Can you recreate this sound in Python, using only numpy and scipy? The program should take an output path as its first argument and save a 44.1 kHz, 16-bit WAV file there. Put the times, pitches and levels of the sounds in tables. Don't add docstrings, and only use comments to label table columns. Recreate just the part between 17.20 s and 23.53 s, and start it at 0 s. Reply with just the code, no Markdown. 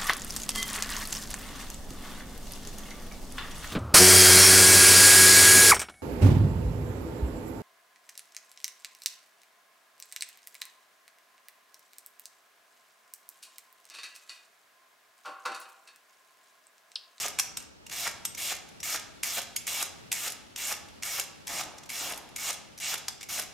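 import sys
import numpy as np
from scipy import signal
from scipy.fft import rfft, irfft, next_fast_len
from scipy.io import wavfile

SR = 44100
rng = np.random.default_rng(int(sys.argv[2]) if len(sys.argv) > 2 else 0)


def wav_out(sig):
    wavfile.write(sys.argv[1], SR, np.round(np.clip(np.atleast_2d(sig).T, -1, 1) * 32767).astype(np.int16))


N = 279153
TIME = np.arange(N) / SR
FFT_SIZE, BLOW_SIZE = 2 * next_fast_len(N // 2 + 1), 1024
FOLLOW_THROUGH_S = 0.015

STROKES = [(-0.08, 0.06, -34.5, -2, 1, -8, -6.5, -17, -15), (0.708, 0.875, -32.5, 6, 1.5, -8, -2, -14, -22),
           (1.17, 1.324, -34.5, 6, 3, -6, -6, -25, -26), (1.628, 1.758, -33.5, 5.5, 2, -5, -4, -16.5, -17),
           (2.039, 2.189, -33.5, 2.5, -0.5, -4, -3, -20.5, -9),
           (2.47, 2.625, -32, 5, 0, -6.5, -9, -10.5, -9), (2.932, 3.078, -33.5, 4.5, 0, -7, -11, -17, -12),
           (3.371, 3.524, -33.5, 6, 1, -6, -5.5, -16.5, -25),
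           (3.833, 3.996, -35.5, 5, 3, -6, -3.5, -11, -6.5),
           (4.286, 4.41, -32.5, 5.5, 0, -8.5, -8, -21, -18),
           (4.703, 4.921, -40, 2.5, 5, -6.5, -12, -21, -8),
           (5.177, 5.304, -31.5, 9.5, 1.5, -8.5, -8, -14, -11),
           (5.6, 5.74, -34.5, 7, 4.5, -8.5, -6, -11.5, -13),
           (6.085, 6.195, -36.5, 2, 3.5, -7, -11, -14.5, -7)]


def undb(db):
    return 10 ** (np.asarray(db) / 20)


def unit(x):
    return x / np.sqrt(np.mean(x ** 2))


def read(points, hz):
    f, value = np.transpose(points)
    return np.interp(np.log(np.maximum(hz, 1)), np.log(f), value)


def bins(size):
    return np.fft.rfftfreq(size, 1 / SR)


def colour(x, points):
    gain = undb(read(points, bins(FFT_SIZE)))
    return irfft(rfft(x, FFT_SIZE) * gain)[..., :x.shape[-1]]


def response(db):
    cepstrum = irfft(np.log(undb(db)))
    half = len(cepstrum) // 2
    cepstrum[1:half] *= 2
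    cepstrum[half + 1:] = 0
    return irfft(np.exp(rfft(cepstrum)))


def convolve(x, impulse):
    return signal.fftconvolve(x, impulse)[:len(x)]


def unit_band(x, lo_hz, hi_hz):
    f = bins(len(x))
    band = rfft(x)[(f > lo_hz) & (f < hi_hz)]
    return x * len(x) / np.sqrt(2 * np.sum(np.abs(band) ** 2))


def walk(rate_hz):
    knots = rng.standard_normal(4096)
    return np.interp(TIME * rate_hz, np.arange(len(knots)), knots)


def add(track, start_s, sound):
    i = max(int(start_s * SR), 0)
    track[i:i + len(sound)] += sound[:max(N - i, 0)]


def slicing():
    # frequency in Hz, relative level in dB.
    rasp_curve = [(150, -36), (450, -19.5), (700, -5.5), (1050, -8.5), (1600, -5.5), (2200, -2.5),
                  (3000, -1), (4500, -3), (5600, -0.5), (7000, -2.5), (8500, -3.5), (10000, -10),
                  (16000, -39)]
    crunch_curve = [(100, -18.5), (280, -13), (480, -8), (650, 1.5), (820, 0.5), (980, -5.5), (1300, -2),
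                    (1800, -0.5), (3000, -15.5), (16000, -58)]
    fizz_curve = [(1000, -37), (7000, 1), (9000, -3.5), (10200, -6.5), (11500, -2.5), (13500, -3),
                  (14600, -2.5), (16000, -21)]
    scrape_curve = [(500, -24), (1400, -21), (1750, -3.5), (2200, -5), (2500, -10), (3200, -36),
                    (16000, -39)]
    bite_s, release_s = 0.0082, 0.014
    crunch_lead_s, crunch_width_s = 0.0021, 0.011
    rasp = peeler(ruptures(rasp_curve, per_s=12000, spread_db=1.5), ring_db=3.5)
    rasp = unit_band(rasp, lo_hz=1800, hi_hz=8000)
    crunch = peeler(ruptures(crunch_curve, per_s=1800, spread_db=2), ring_db=2)
    crunch = unit_band(crunch, lo_hz=350, hi_hz=1400)
    fizz = peeler(ruptures(fizz_curve, per_s=7000, spread_db=3.5), ring_db=-13)
    fizz = unit_band(fizz, lo_hz=9000, hi_hz=16000)
    scrape = unit(peeler(ruptures(scrape_curve, per_s=2800, spread_db=2.5), ring_db=7))
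    out = np.zeros(N)
    for start_s, snap_s, rasp_db, swell_db, arch_db, fizz_db, crunch_db, *_ in STROKES:
        end_s = snap_s + FOLLOW_THROUGH_S
        span = (TIME > start_s) & (TIME < end_s)
        t = TIME[span]
        contact = np.clip((t - start_s) / bite_s, 0, 1) * np.clip((end_s - t) / release_s, 0, 1)
        progress = (t - start_s) / (end_s - start_s)
        effort_db = rasp_db - swell_db * (1 - progress) + arch_db * np.sin(np.pi * progress)
        giving_way = np.exp(-((t - snap_s + crunch_lead_s) / crunch_width_s) ** 2)
        hollow = undb(-20 + 5.5 * progress) + undb(crunch_db) * giving_way
        cut = rasp[span] + hollow * crunch[span]
        cut += undb(fizz_db + 3 * (1 - progress)) * fizz[span]
        cut += undb(-3 - 29 * progress) * scrape[span]
        out[span] += contact * undb(effort_db) * cut
    out = wet_contact(out, depth_db=1.9, rate_hz=20)
    return out * undb(-3 + 0.5 * walk(rate_hz=480) + 0.093 * walk(rate_hz=37))


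def ruptures(curve, per_s, spread_db):
    bursts = rng.random(N) < per_s / SR
    strength = undb(spread_db * np.minimum(rng.exponential(size=N), 5))
    polarity = np.sign(rng.standard_normal(N))
    return colour(unit(bursts * strength * polarity), curve)


def wet_contact(x, depth_db, rate_hz):
    centres_hz = np.geomspace(1000, 15000, 9)
    spectrum, f = rfft(x, FFT_SIZE), bins(FFT_SIZE)
    out = np.zeros(N)
    for share in np.eye(len(centres_hz)):
        band = irfft(spectrum * np.interp(f, centres_hz, share))[:N]
        out += band * undb(depth_db * walk(rate_hz))
    return out


def peeler(x, ring_db):
    # resonance in Hz, width in Hz, relative gain in dB.
    modes = [(1238, 170, -7), (2246, 100, -3), (2788, 130, -2), (3444, 160, -5.5), (3960, 210, -11),
             (5130, 120, -4), (5740, 120, -4.5), (6220, 68, -8), (6820, 50, 2.5), (7130, 60, -4),
             (8260, 40, -4), (11180, 350, 1.5), (13100, 230, -14)]
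    ringing = sum(undb(db) * signal.lfilter(*signal.iirpeak(hz, hz / width_hz, SR), x)
                  for hz, width_hz, db in modes)
    return x + undb(ring_db) * ringing


def break_out():
    # centre in Hz, start before the snap in seconds, level in dB.
    bands = [(2480, 0.03, -39.5), (1710, 0.019, -46), (770, 0.011, -49.5), (427, 0.012, -52)]
    out = np.zeros(N)
    for hz, lead_s, db in bands:
        curve = [(hz / 2, -22), (hz, 0), (hz * 2, -22), (hz * 10, -60)]
        band = unit(ruptures(curve, per_s=2800, spread_db=3.5))
        gate = np.zeros(N)
        for _, snap_s, *_ in STROKES:
            add(gate, snap_s - lead_s, np.hanning(int(0.028 * SR)))
        out += undb(db) * band * gate
    return out


def slice_ends():
    # start in seconds, relative peak in dB, relative treble in dB, chatter in seconds.
    flicks = [(0.081, -18, -8, .002), (0.400, -31, -19, .004), (0.423, -34, -15, 0.0037),
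              (1.364, -29, -16, 0.0026), (1.486, -36, -16, 0.0044), (2.216, -21, -10, 0.0018),
              (3.100, -24, -6, 0.0018), (3.120, -23, -9, .002), (3.684, -39, -20, .003),
              (4.578, -30.5, -23, 0.0094), (4.630, -34, -21, .008), (4.655, -38, -16, 0.0074),
              (4.974, -27, 0, 0.0034), (5.088, -41, -15, 0.0027), (5.327, -20, -9, .003),
              (5.778, -24, -15, .002), (6.222, -21, -7, 0.0022)]
    fibre_db, fibre_fade_db_per_s = -24, 120
    snaps, out = list(flicks), np.zeros(N)
    for _, snap_s, *_, snap_db, treble_db in STROKES:
        snaps.append((snap_s, snap_db, treble_db, 0.0022))
        for late_s in rng.uniform(0.015, 0.043, 2):
            snaps.append((snap_s + late_s, fibre_db - fibre_fade_db_per_s * late_s, -13, 0.002))
    for start_s, peak_db, treble_db, chatter_s in snaps:
        snap = blow(peak_db, knock_db=-26, treble_db=treble_db,
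                    chatter_s=chatter_s, rise_s=0.81 * chatter_s, fade_s=0.011)
        add(out, start_s, snap)
    return undb(-5.5) * peeler(out, ring_db=-2)


def slither():
    # frequency in Hz, relative level in dB.
    curve = [(300, -18), (1500, 8), (3000, 12), (7000, 3), (11500, -1), (16000, -26)]
    crackle = unit(peeler(ruptures(curve, per_s=1400, spread_db=0), ring_db=-3))
    t, slides = TIME[:SR // 4], np.zeros(N)
    fade = undb(-37.5) * np.exp(-t / 0.0046) + undb(-55) * np.exp(-t / 0.23)
    for _, snap_s, *_ in STROKES:
        add(slides, snap_s + FOLLOW_THROUGH_S, fade)
    return crackle * slides


def blade_clacks():
    # start in seconds, relative peak, low knock and treble in dB,
    # note in Hz, chatter in seconds, rise in seconds.
    swings = [(0.187, -12.5, -22.5, -17, 5340, .002, 0.0012), (0.194, -9.5, -22, -6, 5800, 0.0045, 0.0049),
              (0.370, -18.5, -27, -14, 8340, 0.0039, 0.002), (1.051, -15, -27, -4, 3330, 0.0062, 0.0017),
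              (2.362, -14.5, -37, -4.5, 2940, 0.0021, 0.0022),
              (5.881, -17.5, -20, -17.5, 4960, 0.005, 0.0019)]
    # start in seconds, relative peak and treble in dB,
    # note in Hz, rebound in dB re the first knock.
    landings = [(0.664, -31.5, -17, 2840, -16), (0.695, -30.5, -14, 2100, -15),
                (1.147, -26.5, -15, 5730, -20), (1.601, -29.5, -16, 5600, -15),
                (1.629, -23, -20, 5780, -10), (2.031, -14, -7, 2200, -7), (2.467, -20, -7, 2200, 1),
                (2.916, -14, -8, 2160, -1), (3.359, -22.5, -19, 2830, -12), (3.823, -26, -18, 2250, 5),
                (4.269, -24, -12, 2200, 2), (4.691, -26.5, -15, 2200, 2), (5.16, -20.5, -8, 2380, -9),
                (5.576, -33, -10, 5770, 0.5), (5.599, -27.5, -8, 5700, -12), (6.008, -28.5, -23, 2220, -8),
                (6.028, -28, -14.5, 2230, -5)]
    cushioned_db, landing_chatter_s, landing_rise_s, rebound_s = -29.5, 0.0043, 0.0027, 0.0081
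    clacks, out = list(swings), np.zeros(N)
    for start_s, peak_db, treble_db, hz, rebound_db in landings:
        for at_s, db in (start_s, peak_db), (start_s + rebound_s, peak_db + rebound_db):
            clacks.append((at_s, db, cushioned_db, treble_db, hz, landing_chatter_s, landing_rise_s))
    for start_s, peak_db, knock_db, treble_db, hz, chatter_s, rise_s in clacks:
        note_db = 7 / (1 + ((bins(BLOW_SIZE) - hz) / 350) ** 2)
        clack = blow(peak_db, knock_db, treble_db, chatter_s, rise_s, fade_s=0.0057, note_db=note_db)
        soft_onset = blow(peak_db - 18.5, knock_db, treble_db - 10, chatter_s, rise_s, fade_s=0.005)
        add(out, start_s, clack)
        add(out, start_s - 0.003, soft_onset)
    return undb(-4.5) * peeler(out, ring_db=-1.5)


def blow(peak_db, knock_db, treble_db, chatter_s, rise_s, fade_s, note_db=0):
    # frequency in Hz, relative level in dB.
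    curve = [(100, -52), (450, -18), (750, 4.5), (1500, 0), (2800, -0.5), (4200, -2), (5500, 3), (7200, 3),
             (9500, 0.5), (13500, -2), (16000, -23.5)]
    t, f = TIME[:BLOW_SIZE], bins(BLOW_SIZE)
    swell = np.minimum((t + 1 / SR) / rise_s, 1) ** 1.67
    decay = np.exp(-np.maximum(t - chatter_s, 0) / fade_s - t / 0.0059)
    burst = rng.standard_normal(BLOW_SIZE) * swell * decay
    low_db = 0.92 * (knock_db + 18)
    high_db = 0.64 * (treble_db + 9)
    tint_db = read([(1100, low_db), (2200, 0), (7500, 0), (10500, high_db)], f)
    sound = convolve(burst, response(read(curve, f) + tint_db + note_db))
    return undb(peak_db) * sound / np.abs(sound).max()


def blade_song():
    # start in seconds, level in dB, favoured pitch in Hz.
    rings = [(0.374, -53, 8200), (0.882, -50, 8200), (1.053, -33.5, 8250), (2.361, -34, 6600),
             (2.924, -32.5, 7660), (3.999, -35, 7000)]
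    # mode in Hz, relative level in dB, T60 in seconds.
    modes = [(5100, 6, 0.22), (6740, 3, 0.11), (7400, 2, 0.11), (7730, 0, .06), (8260, 1, 0.14)]
    spread_hz, rise_s = 300, 0.0013
    song, t = np.zeros(N), TIME[:SR // 2]
    attack = np.minimum(t / rise_s, 1)
    for start_s, blow_db, favoured_hz in rings:
        for hz, db, t60_s in modes:
            share = 1 / np.hypot(1, (hz - favoured_hz) / spread_hz)
            decay = undb(blow_db + db - 60 * t / t60_s)
            add(song, start_s, share * decay * attack * np.sin(2 * np.pi * hz * t))
    return song


def rustle():
    # frequency in Hz, relative level in dB.
    curve = [(100, -17), (190, -6), (280, -3.5), (430, -7), (600, -1), (800, 2.5), (1100, -3), (2000, -9.5),
             (8000, -50)]
    # time in seconds, level in dB.
    swells = [(4.26, -75), (4.30, -46), (4.50, -52), (4.66, -61), (4.77, -66), (4.81, -43.5), (4.93, -48.5),
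              (5.04, -57.5), (5.16, -64)]
    level_db = np.interp(TIME, *np.transpose(swells), left=-np.inf, right=-np.inf)
    return unit(ruptures(curve, per_s=1500, spread_db=1)) * undb(level_db)


def room_tail():
    # frequency in Hz, T60 in seconds.
    decay_times = [(200, 0.78), (1000, 0.72), (2500, 0.56), (6000, 0.51), (9000, 0.26), (15000, 0.25)]
    # frequency in Hz, reverberant level in dB re direct.
    levels = [(200, -2.5), (1000, -5), (2500, -7), (6500, -8), (9000, -9), (15000, -14)]
    t, f = TIME[:SR], bins(SR)
    centres_hz = np.geomspace(150, 16000, 12)
    onset = np.clip((t - 0.002) / 0.0047, 0, 1)
    noise, tail = rfft(rng.standard_normal(SR)), np.zeros(SR)
    for hz, share in zip(centres_hz, np.eye(len(centres_hz))):
        fade = onset * undb(-60 * t / read(decay_times, hz))
        band = irfft(noise * np.interp(f, centres_hz, share))
        tail += band * fade / np.sqrt(np.sum(fade ** 2)) * undb(read(levels, hz))
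    return tail


def kitchen(x):
    # frequency in Hz, side in dB re mid.
    near_width = [(200, -6), (1000, -52), (4000, -5), (6000, -13), (8500, -9), (12000, 0), (16000, -26)]
    room_width = [(200, -14), (1000, -12), (2500, -10), (6000, -4), (16000, 2.5)]
    phases = np.angle(rfft(rng.standard_normal(512)))
    scatter = irfft(np.exp(1j * phases))
    scatter[0] = 0
    side = colour(convolve(x, scatter), near_width) + colour(convolve(x, room_tail()), room_width)
    mid = x + convolve(x, room_tail())
    return np.array([mid + side, mid - side])


def background():
    # frequency in Hz, relative level in dB.
    curve = [(15, -46), (25, -15), (80, 0), (249, -5), (394, -9), (463, -10.5), (575, -11.5), (695, -14.5),
             (962, -14.5), (1040, -19), (1160, -17), (5430, -25.5), (9320, -34.5), (16000, -42.5)]
    # frequency in Hz, side in dB re mid.
    width = [(30, 0.5), (200, 3.5), (600, 5), (2000, 4), (16000, 1)]
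    tilt = [(100, -3.5), (500, 0), (2000, 0.5), (8000, 3.5)]
    mid, side = (unit(colour(rng.standard_normal(N), curve)) for _ in range(2))
    side = colour(side, width)
    noise = colour(np.array([mid + side, mid - side]), tilt)
    return noise * undb(-57 + walk(rate_hz=4.99))


def scene():
    onion = slicing() + break_out() + slice_ends() + slither()
    cutting = kitchen(onion + blade_song() + rustle())
    clacks = kitchen(blade_clacks()) + kitchen(blade_clacks())
    return cutting + clacks + background()


def record(dry):
    # frequency in Hz, left minus right in dB.
    balance = [(100, 1), (300, 3), (600, 0.5), (2000, -0.8), (8000, -0.4), (12500, 1.5)]
    left = colour(dry[0], [(hz, db / 2) for hz, db in balance])
    right = colour(dry[1], [(hz, -db / 2) for hz, db in balance])
    return signal.sosfilt(signal.ellip(10, 0.1, 80, 16000, fs=SR, output="sos"), [left, right])


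dry = scene()
out = record(dry)
wav_out(out)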